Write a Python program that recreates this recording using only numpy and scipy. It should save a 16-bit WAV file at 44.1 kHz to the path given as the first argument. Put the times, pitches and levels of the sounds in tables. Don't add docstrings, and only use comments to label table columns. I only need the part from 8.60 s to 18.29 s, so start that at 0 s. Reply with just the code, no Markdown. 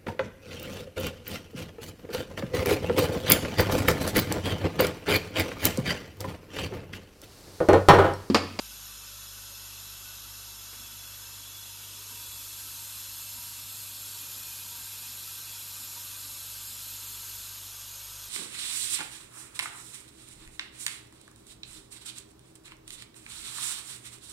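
import sys
import numpy as np
from scipy import signal
from scipy.fft import rfft, irfft, next_fast_len
from scipy.io import wavfile
from scipy.ndimage import uniform_filter1d

SR = 44100
rng = np.random.default_rng(int(sys.argv[2]) if len(sys.argv) > 2 else 0)


def nominal_scale(level):
    x = np.asarray(level, float) / 20
    return 10 ** x


def unload_wav(signal):
    wavfile.write(
        sys.argv[1],
        SR,
        np.round(np.clip(np.atleast_2d(signal).T, -1, 1) * 32767).astype(np.int16),
    )


N = 427329
TIME = np.arange(N) / SR
MAINS_HZ = 50.035


def level(x, db):
    return x * nominal_scale(db) / np.sqrt(np.mean(x ** 2))


def colour(x, points):
    size = next_fast_len(len(x))
    hz, db = np.transpose(points)
    axis = np.log(np.arange(size // 2 + 1) * SR / size + 1)
    gain = nominal_scale(np.interp(axis, np.log(hz), db, left=-90))
    return irfft(rfft(x, size) * gain, size)[:len(x)]


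def ring(x, hz, width_hz):
    return signal.lfilter(*signal.iirpeak(hz, hz / width_hz, fs=SR), x)


def walk(rate):
    hold = int(SR / rate)
    steps = np.repeat(rng.standard_normal(N // hold + 1), hold)
    return 1.37 * uniform_filter1d(uniform_filter1d(steps, hold), hold)[:N]


def along(curve):
    return np.interp(TIME, *np.transpose(curve))


def presence(start, end):
    weak_db, turn_s = -6.5, .3
    rise = np.tanh((TIME - start) / turn_s)
    fall = np.tanh((TIME - end) / turn_s)
    return weak_db * (1 - (rise - fall) / 2)


def patchy(x, spread_db, width_hz, hold_s):
    _, _, z = signal.stft(x, nperseg=1024)
    field = rng.standard_normal(z.shape)
    field = uniform_filter1d(field, max(1, round(width_hz * 1024 / SR)), axis=0)
    field = uniform_filter1d(field, max(1, round(hold_s * SR / 512)), axis=1)
    flickering = z * nominal_scale(spread_db * field / field.std())
    return signal.istft(flickering, nperseg=1024)[1][:N]


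def shop():
    # hz, density_db (per Hz)
    rumble_tone = [(12, -50), (20, -33), (49, -6), (97, -7.5), (120, -11), (147, -11), (165, -13),
                   (468, -17), (813, -18.5), (930, -12), (1100, -16.5), (1430, -48), (2420, -120)]
    rumble = colour(rng.standard_normal(N), rumble_tone)
    return level(patchy(rumble, spread_db=2.5, width_hz=50., hold_s=.7), -62.5)


def hum():
    # mains_multiple, crest_level_db, crest_place_m
    standing_waves = [(1, -53.5, -0.73), (2, -58.5, 0.71)]
    # mains_multiple, level_db, stronger_from_s, stronger_until_s
    magnet_buzz = [(3, -75, 2.5, 12), (4, -72.5, -3, 2.3)]
    # time_s, place_m
    phone_place = [(0, 0.14), (.6, 0.39), (2, 0.53), (3, 0.7), (4, 0.81), (6, 0.95), (7.2, 0.97), (8, .66),
                   (9, .62), (9.7, 0.45)]
    node_db = -20
    place = along(phone_place)
    partials = []
    for multiple, db, crest in standing_waves:
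        wave = np.cos(2 * np.pi * multiple * MAINS_HZ / 343 * (place - crest))
        partials.append((multiple, nominal_scale(db) * np.hypot(wave, nominal_scale(node_db))))
    for multiple, db, start, end in magnet_buzz:
        partials.append((multiple, nominal_scale(db + presence(start, end))))
    out = np.zeros(N)
    for multiple, size in partials:
        waver = nominal_scale(0.42 * walk(6))
        tone = np.sin(2 * np.pi * (multiple * MAINS_HZ * TIME + rng.random()))
        out += np.sqrt(2) * size * waver * tone
    return out


def struck(modes, t, rise_s):
    ringing = sum(nominal_scale(db - 60 * t / t60) * np.sin(2 * np.pi * hz * t) for hz, db, t60 in modes)
    return ringing * (1 - np.exp(-t / rise_s))


def knocks():
    # mode_hz, relative_level_db, t60_s
    frame_modes = [(75, -4, 0.26), (222.3, -9, .5), (243.3, -0.5, 0.25), (290, -7, 0.17)]
    # mode_hz, relative_level_db, t60_s
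    plate_modes = [(955, -8.5, 0.69), (968, -9, 0.12), (1018, -6, .1)]
    # start_s, gain_db
    thumps = [(2.127, -57), (2.191, -53.5), (3.505, -56), (4.352, -64), (4.745, -54), (5.761, -59.5),
              (6.05, -63.5), (7.197, -57.5), (7.364, -64), (8.074, -61.5), (8.42, -63), (8.49, -63)]
    # start_s, plate_gain_db, clack_level_db (rms before decay)
    ram_strikes = [(2.127, -70, -51), (3.505, -46, -65), (3.61, -56, -70), (4.775, -45, -66),
                   (6.05, -51, -66), (7.364, -46.5, -56), (8.42, -54, -60)]
    t = TIME[:SR // 2]
    thud = struck(frame_modes, t, rise_s=.006)
    plate = struck(plate_modes, t, rise_s=.003)
    out = np.zeros(N + len(t))
    for start, db in thumps:
        out[int(start * SR):][:len(t)] += nominal_scale(db) * thud
    for start, plate_db, clack_db in ram_strikes:
        noise = ring(rng.standard_normal(len(t)), 1200.0, 1800.0)
        clack = level(noise, clack_db) * nominal_scale(-60 * t / 0.24)
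        out[int(start * SR):][:len(t)] += nominal_scale(plate_db) * plate + clack
    return out[:N]


def tinkles():
    # centre_s, length_s (between the 1/e points), pitch_hz, peak_level_db (rms)
    swells = [(3.46, .12, 6620, -58), (3.8, .15, 6070, -60), (4.22, .08, 6070, -60), (5.15, .1, 7340, -59),
              (5.6, .15, 7340, -58), (8.08, .18, 7340, -55), (6.25, .2, 3940, -60), (6.7, .12, 2470, -64),
              (9.62, .08, 1490, -63), (9.63, .08, 1190, -63)]
    out = np.zeros(N)
    for centre, length, hz, db in swells:
        tone = level(ring(rng.standard_normal(N), hz, 45.), db)
        out += tone * np.exp(-((TIME - centre) / (length / 2)) ** 4)
    return out


def pins(throb, strokes_hz):
    return rng.standard_normal(N) * (1 + throb * np.cos(2 * np.pi * strokes_hz * TIME))


def feeder(tone, modes, rattle_db, ring_db, strokes_hz):
    hits = pins(0.035, strokes_hz)
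    slow_flicker = patchy(colour(hits, tone), spread_db=1.1, width_hz=90., hold_s=.5)
    flicker = patchy(slow_flicker, spread_db=1.23, width_hz=220., hold_s=.035)
    rattle = flicker * nominal_scale(0.19 * walk(9))
    rings = np.zeros(N)
    for hz, width, db, start, end in modes:
        swell_db = 2.3 * walk(16) + 0.74 * walk(4)
        mode = ring(ring(hits, hz, 1.9 * width), hz, 1.9 * width)
        rings += nominal_scale(db + presence(start, end) + swell_db) * mode
    return nominal_scale(rattle_db) * level(rattle, 0) + nominal_scale(ring_db) * level(rings, 0)


def bowl_feeder():
    # hz, density_db (per Hz)
    bowl_tone = [(1200, -15.5), (2000, -16), (3000, -7.5), (3900, -4), (5000, -1), (5800, -16), (7000, 0),
                 (8000, -0.5), (9300, -3), (10700, -2.5), (11300, 1), (12500, 5), (15000, -8)]
    # mode_hz,
    # width_hz (two resonances in series, each 1.9 times as wide), relative_level_db, first_s, second_s
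    bowl_modes = [(2486, 35, -6, 5.57, 7.8), (3590, 47, -10, 5, 9.2), (3927, 35, -2.5, 5.2, 7.8),
                  (4065, 59, -6, 6, 8.9), (4235, 43, -6, 4.4, 5.8), (4338, 28, 3.5, 8.3, 8.4),
                  (5305, 99, -11.5, 3.8, 8.2), (6060, 110, -7.5, 3.2, 4.7), (6870, 110, -8, 11, 12),
                  (7305, 58, -5.5, 2.2, 9), (8440, 60, -3, 4, 6.2), (8520, 79, -5.5, 9, 11),
                  (9550, 39, -10.5, 2.8, 11), (11250, 41, -0.5, 2.7, 7.5), (12660, 84, -1, 4.3, 6.2),
                  (13100, 100, -7.5, 5.8, 7.7)]
    # time_s, distance_m
    outlet_distance = [(0, 3.1), (1, 3.2), (3.1, 2.3), (3.6, 1.18), (4.3, 0.99), (5.5, 1), (8.8, 0.97),
                       (9.1, 1.44), (9.7, 1.4)]
    rattle_db, ring_db = -42.5, -51.5
    ring_beam = 1.2
    far_db = -20 * np.log10(np.maximum(along(outlet_distance), .1))
    return feeder(bowl_tone, bowl_modes, rattle_db + far_db, ring_db + ring_beam * far_db, 2 * MAINS_HZ)


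def pin_rails():
    # hz, density_db (per Hz)
    rail_tone = [(600, -14), (850, -11), (1150, -4), (1600, -5), (1800, -8), (2300, -9.5), (2600, -2.5),
                 (4000, 0.5), (4700, -3), (5400, 0.5), (7400, 0), (7700, -8.5), (9700, -2), (10600, -5.5),
                 (11400, -3), (12200, 0.5), (15000, -3.5)]
    # mode_hz,
    # width_hz (two resonances in series, each 1.9 times as wide), relative_level_db, first_s, second_s
    rail_modes = [(276.5, 54, -11, 5, 8.45), (567, 26, -11.5, -3, 1), (539, 45, -19, 4, 8.4),
                  (936, 38, -7.5, 2, 9.3), (1180, 26, -9, 6.5, 12), (1332, 40, -7, -0.5, 2.4),
                  (1484, 31, -6, -1, 2.6), (1565, 30, -7.5, 6, 11), (2275, 52, -14.5, 2, 14),
                  (2653, 60, -6, -1, 8.5), (2870, 36, -9, 3, 1.6), (3404, 67, 0.5, 2.2, 4.1),
                  (4010, 42, -0.5, 5.5, 4.8), (5114, 75, -1, -0.5, 3.3), (5010, 81, -10, 8, 13),
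                  (5325, 34, -2.5, -3, 3.9), (6560, 240, -8, 7.5, 12), (6690, 66, -11, 2.5, 23),
                  (9700, 55, -15, 1, 11), (11580, 180, -5.5, -2, 2.1), (11720, 84, -2, 0.5, 0.51)]
    return feeder(rail_tone, rail_modes, rattle_db=-43.5, ring_db=-55.5, strokes_hz=MAINS_HZ)


def scene():
    mix = shop() + hum() + knocks() + tinkles() + bowl_feeder() + pin_rails()
    return np.tile(mix, (2, 1))


def drop_masked(x):
    under_db, left_db = -4.8, -24
    band_hz, reach_hz, from_hz = 170., 3200., 3000.
    hz, _, z = signal.stft(x, SR, nperseg=2048, noverlap=1024)
    power = np.abs(z) ** 2
    band = uniform_filter1d(power, round(band_hz / hz[1]), axis=-2)
    around = uniform_filter1d(power, round(reach_hz / hz[1]), axis=-2)
    masked = (band < around * nominal_scale(2 * under_db)) & (hz[:, None] > from_hz)
    thinned = z * np.where(masked, nominal_scale(left_db), 1)
    return signal.istft(thinned, SR, nperseg=2048, noverlap=1024)[1][..., :N]


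def band_limit(x):
    return signal.sosfilt(signal.butter(12, 14280, fs=SR, output="sos"), x)


def record(dry):
    top_cut = signal.ellip(15, .2, 70, 13095, fs=SR, output="sos")
    mix = signal.sosfilt(top_cut, drop_masked(dry))
    return band_limit(mix)


dry = scene()
out = record(dry)
unload_wav(out)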